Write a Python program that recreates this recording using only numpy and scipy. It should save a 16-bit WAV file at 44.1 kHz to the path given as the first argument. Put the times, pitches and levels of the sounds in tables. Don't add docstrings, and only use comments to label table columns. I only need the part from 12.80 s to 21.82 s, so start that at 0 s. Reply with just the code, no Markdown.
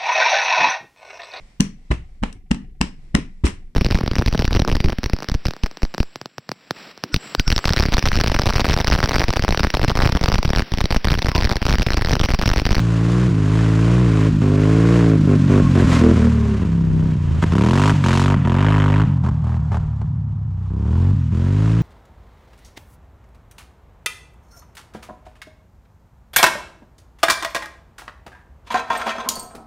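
import sys
import numpy as np
from scipy import signal
from scipy.fft import rfft, irfft, next_fast_len
from scipy.io import wavfile
from scipy.ndimage import uniform_filter1d, map_coordinates

SR = 44100
rng = np.random.default_rng(int(sys.argv[2]) if len(sys.argv) > 2 else 0)


def boost(x):
    u = np.asarray(x, float) / 20
    return 10 ** u


def waveform_to_disk(signal):
    frames = np.transpose(np.atleast_2d(signal))
    scaled = np.clip(frames, -1, 1) * 32767
    samples = np.round(scaled).astype(np.int16)
    wavfile.write(sys.argv[1], SR, samples)


N = 397782

# first pulse t/s, shutting t/s, starting revs/(cycles/s), ending revs/(cycles/s), throttle/0-1
BLIPS = [(0, .492, 57, 62.5, 1), (.583, 1.506, 52, 54.3, 1), (1.62, 2.374, 49.8, 53.5, 1),
         (2.474, 2.574, 50.3, 49.5, 1), (2.698, 2.826, 46.8, 50, 1), (2.955, 3.05, 43.9, 45.5, 1),
         (3.215, 3.335, 40.1, 40.8, 1), (3.37, 3.497, 40.6, 38.8, .8), (4.628, 4.665, 26.8, 27.6, 1),
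         (4.724, 5.139, 29, 53.1, 1), (5.242, 5.573, 45.7, 49.5, 1), (5.653, 6.253, 43.6, 53.2, 1),
         (6.442, 6.52, 41.3, 42.5, .7), (6.645, 6.8, 38.8, 40.7, .5), (6.921, 7.0, 38.1, 39.6, .7),
         (7.217, 7.25, 35, 36.2, .5), (7.905, 8.34, 30.4, 48.3, .8), (8.525, 9.05, 38.5, 57.2, .9)]
# start level/dB, crest level/dB, end level/dB
BITES = [(-6, 2, -2.5), (-2.5, -1.4, -0.2), (-1, -1.5, -4.5), (-8, -6, -6), (-4.5, -4, -6),
         (-4.5, -2.5, -6), (-2.5, -3, 6), (0.5, -1.8, 3), (-1, 8.5, 21), (-6.5, -1.5, 1.5),
         (1.5, -1.5, -1.3), (-1.5, -0.5, -2.5), (4.5, 3, 2), (1, -4, -10), (5, 3, 1), (12, -11, 10),
         (-10, 4, -4), (-0.5, 1.5, -1)]
# t/s, change/(cycles/s), rise/s, fall/s
RUTS = [(.2, -4, .2, .22), (.68, -1.3, .1, .04), (.8, 2.9, .1, .25), (1.21, 9, .25, .11),
        (1.4, -1.6, .08, .07), (2.16, 6.8, .4, .18), (2.61, -2.4, .07, .06), (3.84, -2, .17, .12),
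        (4.27, 2.1, .15, .2), (4.52, -.9, .1, .08), (4.96, 1.8, .26, .14), (5.3, -2.9, .09, .23),
        (5.74, -1.8, .12, .08), (5.88, 4.8, .16, .16), (6.1, -1.7, .08, .11), (6.58, -1.3, .08, .03),
        (7.31, 2.9, .09, .25), (8.04, -2, .17, .13), (8.82, 3.3, .32, .2)]
# t/s, lag/cycles, throttle/0-1
TRAILING = [(.492, .36, .75), (3.05, .3, .4), (3.215, .355, 1), (3.335, .33, .45), (3.37, .35, .8),
            (3.497, .335, .35), (3.82, .36, .65), (3.86, .385, .35), (4.37, .37, 0), (7.65, .35, 0)]
# t/s, aspect/(0 ahead, 1 behind, 2 far), crackle/0-1, coasting scatter/0-1
HEARD = [(3.4, 0, .25, .09), (4.6, 1, .75, .1), (6.2, 1, .75, .1), (6.4, 2, .85, .15), (7.3, 2, .85, .45),
         (7.9, 2, .25, .2), (8.3, 1.8, .25, .1), (8.55, .4, .3, .1)]
# t/s, level/dB, nearness/dB, aim of the tail pipe/dB, ground echo on the boom/dB
RIDE = [(0, -24.5, -10.5, -7, 2.5), (.35, -21.5, -4.5, -14.5, 0), (.7, -22, -5, -8.5, 2),
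        (1.7, -21, 3, -10, 1.5), (2.3, -18.5, 4.5, -9.5, -1), (2.75, -18.5, 7, -4, 1.5),
        (3.1, -19, 5.5, -4, 4), (3.27, -23, 14.5, -3, 7.5), (3.55, -23, 9.5, -3.5, 8),
        (3.9, -27, 13.5, -4, 7), (4.3, -26, 14.5, -3, 2), (4.5, -16, 2.5, -3.5, -4),
        (5.1, -19.5, -4.5, -4, 1), (6.2, -19.5, -9, -7.5, 1.5), (7.0, -24.5, -15.5, -2, 6.5),
        (7.6, -23, -10.5, -14.5, -0.5), (8.15, -24, -7.5, -16, 8), (9.02, -23, -8.5, -15, 2.5)]
# middle order, level/dB, share of nearness, share of boom, change when shut/dB
GROUPS = [
    (1.699, 6, 0.012, 1.42, -3),
    (3.2, 0.5, 0.091, 0.12, 1.5),
    (5.3, -1.5, 0.48, 0.012, -4),
    (7.501, -2.5, 0.73, 0.0062, -18),
]
FAR_SHUT_DB = [0, 0, -2, -.5]
# f/Hz, width/Hz, level/dB
OPEN_PIPE = [(66, 360, 9.5), (121, 43, -17.5), (180, 57, 20), (286, 92, -36), (322, 49, -1), (440, 72, -56)]
# f/Hz, width/Hz, level/dB
SHUT_PIPE = [(95.3, 50, 8.5), (151.8, 36, 8), (249, 100, 1.5), (410, 190, 15)]
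# f/Hz, level/dB
PIPE_GAIN = [(40, -20), (60, -12), (95, -2), (125, 1), (180, 2), (290, 0.5), (450, -6.5)]
# f/Hz, level/(dB per Hz)
RASPS = [
    [(290, -3), (500, -3.5), (579, -1.5), (785, -9.5), (1060, -2), (1240, -7), (1400, -5.5), (2640, -15),
     (4500, -45), (5850, -61), (9900, -120)],
    [(290, -33), (500, -3), (837, -8.5), (960, 2), (1040, -3.5), (1910, -10.5), (2120, -13), (3030, -16),
     (4500, -36.5), (5850, -69), (9900, -120)],
    [(240, -56), (400, -3), (495, -10.5), (588, -6.5), (975, -1.5), (1720, -15.5), (2110, -21), (4500, -40),
     (5850, -61), (9900, -120)],
]
# f/Hz, level/(dB per Hz)
HISS = [(1470, -18), (2500, -7.5), (3030, -7), (3660, -9.5), (5540, -13.5), (7190, -15), (10700, -28.5),
        (13100, -38), (15600, -57.5)]
# t/s, level/dB
HISS_OVER_RASP = [(0, 0.5), (.03, -9), (3.0, -11.5), (3.16, -9.5), (3.3, -11.5), (5.2, -11), (5.4, -6.5),
                  (5.55, -18.5), (7.6, -19), (8.5, -10)]
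# t/s, end t/s, order, level/dB
HOWLS = [(3.2, 3.33, 6, -17), (3.22, 3.33, 11, -24), (3.4, 3.8, 6, -22), (3.53, 3.78, 11, -33),
         (3.86, 4.36, 5, -24), (3.9, 4.36, 4, -31)]
# t/s, half length/s, level/dB
SQUEALS = [(2.508, 0.067, -37), (2.83, 0.067, -33), (3.033, 0.051, -41)]
# f/Hz, t60/s
SCRUB_T60 = [(60, 0.63), (300, 1), (1000, 0.067)]
# t/s, level/dB
BUFFET = [(3.6, -45), (3.976, -41), (4.092, -28.5), (4.182, -25), (4.232, -26.5), (4.396, -37.5),
          (4.54, -31.5), (4.692, -36), (4.9, -42)]
# f/Hz, level/(dB per Hz)
GUST = [(8, -40), (18, -3.5), (35, -1), (80, -7), (250, -14), (900, -40), (1500, -120)]
# f/Hz, likeness/0-1
ALIKE = [(400, .93), (950, .97), (2400, 0.94), (5000, 1), (9000, 0.99), (13000, 0.44)]
# f/Hz, level/dB
LEAN = [(150, 0), (300, -.6), (600, 0), (1200, -.3), (2500, .1), (5000, .9), (9000, 2), (13000, 2.8)]

LEAD_S = .033
LAG_OPEN, LAG_SHUT = .375, (.285, .32, .32)
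STEADY, SETTLE_S, WORST = .03, .011, .15
JUMP_DB, JUMP_BEHIND_DB = 6, 16.5
REV_DB = .1923
DUST_S, DUST_WIDE_S, DUST_DB = 3.15, .067, 10
FRONT_S = .0004
TAIL_DB, TAIL_S = -9, .07
SQUEAL_HZ, SQUEAL_WIDE_HZ = 1082, 25
HOLLOW_S, HOLLOW_HZ, HOLLOW_WIDE_HZ = (3.33, 3.4, 3.75, 3.85), 322, 55


def revs():
    on, off, low, top, _ = np.transpose(BLIPS)
    t = np.arange(N) / SR
    turning = np.interp(t, np.ravel([on, off], "F") - LEAD_S, np.ravel([low, top], "F"))
    for s, extra, rise, fall in RUTS:
        turning = turning + np.interp(t, [s - rise, s, s + fall], [0, extra, 0])
    return turning


def changes():
    s, aspect, crackle, coasting = np.transpose(HEARD)
    rows = {}
    for _, off, *_ in BLIPS:
        if off < N / SR:
            shut_lag = np.interp(np.interp(off, s, aspect), range(3), LAG_SHUT)
            rows[off] = (shut_lag, 0, np.interp(off, s, coasting))
    for on, off, _, _, throttle in BLIPS:
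        rows[on] = (LAG_OPEN, throttle, min(WORST, STEADY + SETTLE_S / (off - on)))
    for at, lag, throttle in TRAILING:
        rows[at] = (lag, throttle, np.interp(at, s, coasting))
    return sorted((at, lag, throttle, .1 + throttle * np.interp(at, s, crackle), scatter)
                  for at, (lag, throttle, scatter) in rows.items())


def firings(speed):
    turns = np.cumsum(speed) / SR
    table = changes()
    stops = [row[0] for row in table[1:]] + [N / SR]
    rows = []
    for (s, lag, throttle, crackle, scatter), stop in zip(table, stops):
        first, last = np.interp([s * SR, stop * SR], np.arange(N), turns)
        chance = rng.standard_normal((60, 2, 2))
        when = first + np.arange(60)[:, None] + [0, lag] + .098 * scatter * chance[..., 0]
        size = boost(np.array([0, -2.5]) + 9 * scatter * chance[..., 1])
        keep = when < last - .12
        cylinder = np.broadcast_to([0, 1], when.shape)[keep]
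        samples = np.interp(when[keep], turns, np.arange(N))
        rows += [(at, g, throttle, crackle, c) for at, g, c in zip(samples, size[keep], cylinder)]
    return np.transpose(rows)


def opening(slew_s, early_s=0):
    s, _, throttle, *_ = np.transpose(changes())

    def step(ahead_s):
        return throttle[np.searchsorted(s, np.arange(N) / SR + ahead_s, "right") - 1]

    return uniform_filter1d(np.minimum(step(.006), step(.006 + early_s)), max(int(slew_s * SR), 1))


def bite():
    on, off = np.transpose(BLIPS)[:2]
    crest = on + .65 * (off - on)
    return np.interp(np.arange(N) / SR, np.ravel([on, crest, off], "F"), np.ravel(BITES))


def exhaust(at, size, throttle):
    load = np.clip(throttle, 0, 1) ** 2
    sharp = filtered(train(at, size * load),
                     lambda hz: pipe(OPEN_PIPE)(hz) * muffler(low_hz=48, top_hz=440)(hz))
    rounded = filtered(train(at, size * (1 - load)),
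                       lambda hz: pipe(SHUT_PIPE)(hz) * muffler(low_hz=58, top_hz=250)(hz))
    pulses = -unit(sharp + rounded)
    pulses = pulses + boost(-18) * scrub(pulses)

    speed = revs()
    shut = 1 - opening(slew_s=.034)
    level_db, near_db, _, boom_db = curves(RIDE)
    aspect = curves(HEARD)[0]
    closeness_db = near_db + .23 * bite() * (1 - shut)
    parts = by_order(pulses, speed, edges=(2.5, 4.5, 6.5))
    tone = 0
    for part, (order, db, share, low, shut_db), far_db in zip(parts, GROUPS, FAR_SHUT_DB):
        group_db = level_db + db + along(PIPE_GAIN, order * speed)
        group_db = group_db + share * closeness_db + low * boom_db + shut * (shut_db + far_db * aspect)
        tone = tone + boost(group_db) * even(part, .014)
    return tone


def pipe(modes):
    return lambda f: sum(boost(db) * 1j * f * w / (c * c - f * f + 1j * f * w) for c, w, db in modes)


def muffler(low_hz, top_hz):
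    return lambda hz: signal.freqs(*signal.butter(4, [low_hz, top_hz], "band", analog=True), hz)[1]


def by_order(x, speed, edges):
    turns = np.cumsum(speed) / SR
    count = 2 ** 17
    angle = np.linspace(0, turns[-1], count)
    spectrum = rfft(np.interp(np.interp(angle, turns, np.arange(N)), np.arange(N), x))
    order = np.arange(len(spectrum)) / turns[-1]
    below = [0] + [1 / (1 + (order / edge) ** 24) for edge in edges] + [1]
    return [np.interp(turns, angle, irfft(spectrum * (hi - lo), count)) for lo, hi in zip(below, below[1:])]


def jet(at, size, crackle, cylinder):
    level_db, _, aim_db, _ = curves(RIDE)
    aspect, facing, _ = curves(HEARD)
    shut = 1 - opening(slew_s=.012, early_s=.016)
    dust_db = DUST_DB * np.exp(-((np.arange(N) / SR - DUST_S) / DUST_WIDE_S) ** 2)
    rasp_db = level_db + aim_db - (JUMP_DB + JUMP_BEHIND_DB * facing) * shut
    rasp_db = rasp_db + bite() * (1 - shut) + dust_db + REV_DB * (revs() - 45)
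    hiss_db = curves(HISS_OVER_RASP)[0] + 2.5 * shut

    t = np.arange(SR // 40) / SR
    share = np.clip(np.interp(np.arange(N), at, crackle), 0, .98)
    kick = size * boost(-6 * cylinder + 2.5 * rng.standard_normal(len(at)))

    def burst(t60):
        return even(signal.fftconvolve(train(at - .0023 * SR, kick), boost(-60 * t / t60))[:N], .015)

    gate = share * burst(.024) + (1 - share) * boost(2 * wobble(60))
    front = train(at - .002 * SR, kick) - train(at + (FRONT_S - .002) * SR, kick)
    shock = .8 * share * unit(front)
    rasp = 0
    for k, colour in enumerate(RASPS):
        fade = np.clip(1 - np.abs(aspect - k), 0, 1) ** .5
        rasp = rasp + fade * even(rush(colour, ALIKE, gate, shock), .025)
    hiss_gate = .71 * share * burst(.041) + (1 - 1.01 * share) * boost(1.5 * wobble(90))
    hiss = even(rush(HISS, ALIKE, hiss_gate), .077)
    gain = lingering(boost(rasp_db + wobble(8.9)))
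    return gain * (rasp + boost(hiss_db) * hiss)


def lingering(gain):
    keep = np.exp(-1 / (TAIL_S * SR))
    tail = signal.lfilter([1 - keep], [1, -keep], gain ** 2)
    return np.sqrt(gain ** 2 + boost(2 * TAIL_DB) * tail)


def howl():
    t = np.arange(N) / SR
    turns = np.cumsum(revs()) / SR
    tones = 0
    for s, end, order, db in HOWLS:
        fade = np.interp(t, [s, s + .03, end - .03, end], [0, 1, 1, 0])
        tones = tones + boost(db + 3 + 1.5 * wobble(12)) * fade * np.sin(2 * np.pi * order * turns)
    return tones


def frame_ring():
    t = np.arange(N) / SR
    tone = unit(filtered(rng.standard_normal(N),
                         lambda hz: np.exp(-((hz - SQUEAL_HZ) / SQUEAL_WIDE_HZ) ** 2)))
    return tone * sum(boost(db) * np.exp(-((t - s) / half) ** 2) for s, half, db in SQUEALS)


def ground(x):
    depth = np.interp(np.arange(N) / SR, HOLLOW_S, [0, .8, .8, 0])
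    return x - depth * filtered(x, lambda hz: np.exp(-((hz - HOLLOW_HZ) / HOLLOW_WIDE_HZ) ** 4))


def scrub(x):
    hz, t, z = signal.stft(rng.standard_normal(SR // 2), SR, nperseg=1024)
    tail = signal.istft(z * boost(-60 * t / along(SCRUB_T60, hz)[:, None]), SR, nperseg=1024)[1]
    smear = boost(3.5 * wobble(37))
    return unit(signal.fftconvolve(x * smear, tail)[:N])


def wind():
    s, db = np.transpose(BUFFET)
    level_db = np.interp(np.arange(N) / SR, s, db, left=-60, right=-60)
    lumps = boost(6.6 * np.array([wobble(3.97), wobble(6.6)]))
    gust = boost(level_db + 5) * unit(lumps * rush(GUST, [(30, .41)]))
    rumble = rush([(8, -10), (25, -16), (50, 2), (90, -21), (150, -120)], [(30, 1)])
    return gust + boost(-57 + 3.2 * wobble(2.5)) * rumble


def rush(spectrum, alike, gate=1, shock=0):
    def colour(hz):
        turn = np.arccos(np.clip(along(alike, hz), -1, 1)) / 2
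        return boost(along(spectrum, hz)) * [np.cos(turn), np.sin(turn)]

    noise = gate * rng.standard_normal((2, N))
    mid, side = filtered(noise + [[1], [0]] * np.asarray(shock), colour)
    return unit(np.array([mid + side, mid - side]))


def train(at, size):
    return np.bincount(np.clip(at, 0, N - 1).astype(int), size, N)


def unit(x):
    return x / np.sqrt(np.mean(x ** 2) + 1e-20)


def even(x, seconds):
    span = int(seconds * SR)
    power = uniform_filter1d(uniform_filter1d(x ** 2, span), span)
    return x / np.sqrt(np.abs(power) + 1e-12)


def along(points, hz):
    f, v = np.transpose(points)
    return np.interp(np.log(hz + 1), np.log(f + 1), v)


def curves(rows):
    s, *cols = np.transpose(rows)
    return [np.interp(np.arange(N) / SR, s, c) for c in cols]


def wobble(rate):
    knots = rng.standard_normal(int(N * rate / SR) + 4)
    return map_coordinates(knots, [np.arange(N) * rate / SR])


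def filtered(x, response):
    m = next_fast_len(N + SR // 2)
    return irfft(rfft(x, m) * response(np.fft.rfftfreq(m, 1 / SR)), m)[..., :N]


def scene():
    rows = firings(revs())
    at, size, throttle, crackle, cylinder = rows[:, np.argsort(rows[0])]
    quad = ground(exhaust(at, size, throttle) + jet(at, size, crackle, cylinder))
    return quad + howl() + frame_ring() + wind()


def top_cut(x):
    return signal.sosfilt(signal.butter(12, 15710, fs=SR, output="sos"), x)


def record(dry):
    def ports(hz):
        twist = .059 * np.exp(-(np.log((hz + 1) / 280) / .39) ** 2)
        return boost(np.outer([.5, -.5], along(LEAN, hz))) * np.exp(1j * np.outer([1, -1], twist))

    x = filtered(dry, ports)
    mix = x / (1 + np.abs(x / .85) ** 4) ** (1 / 4)
    return top_cut(mix)


dry = scene()
out = record(dry)
waveform_to_disk(out)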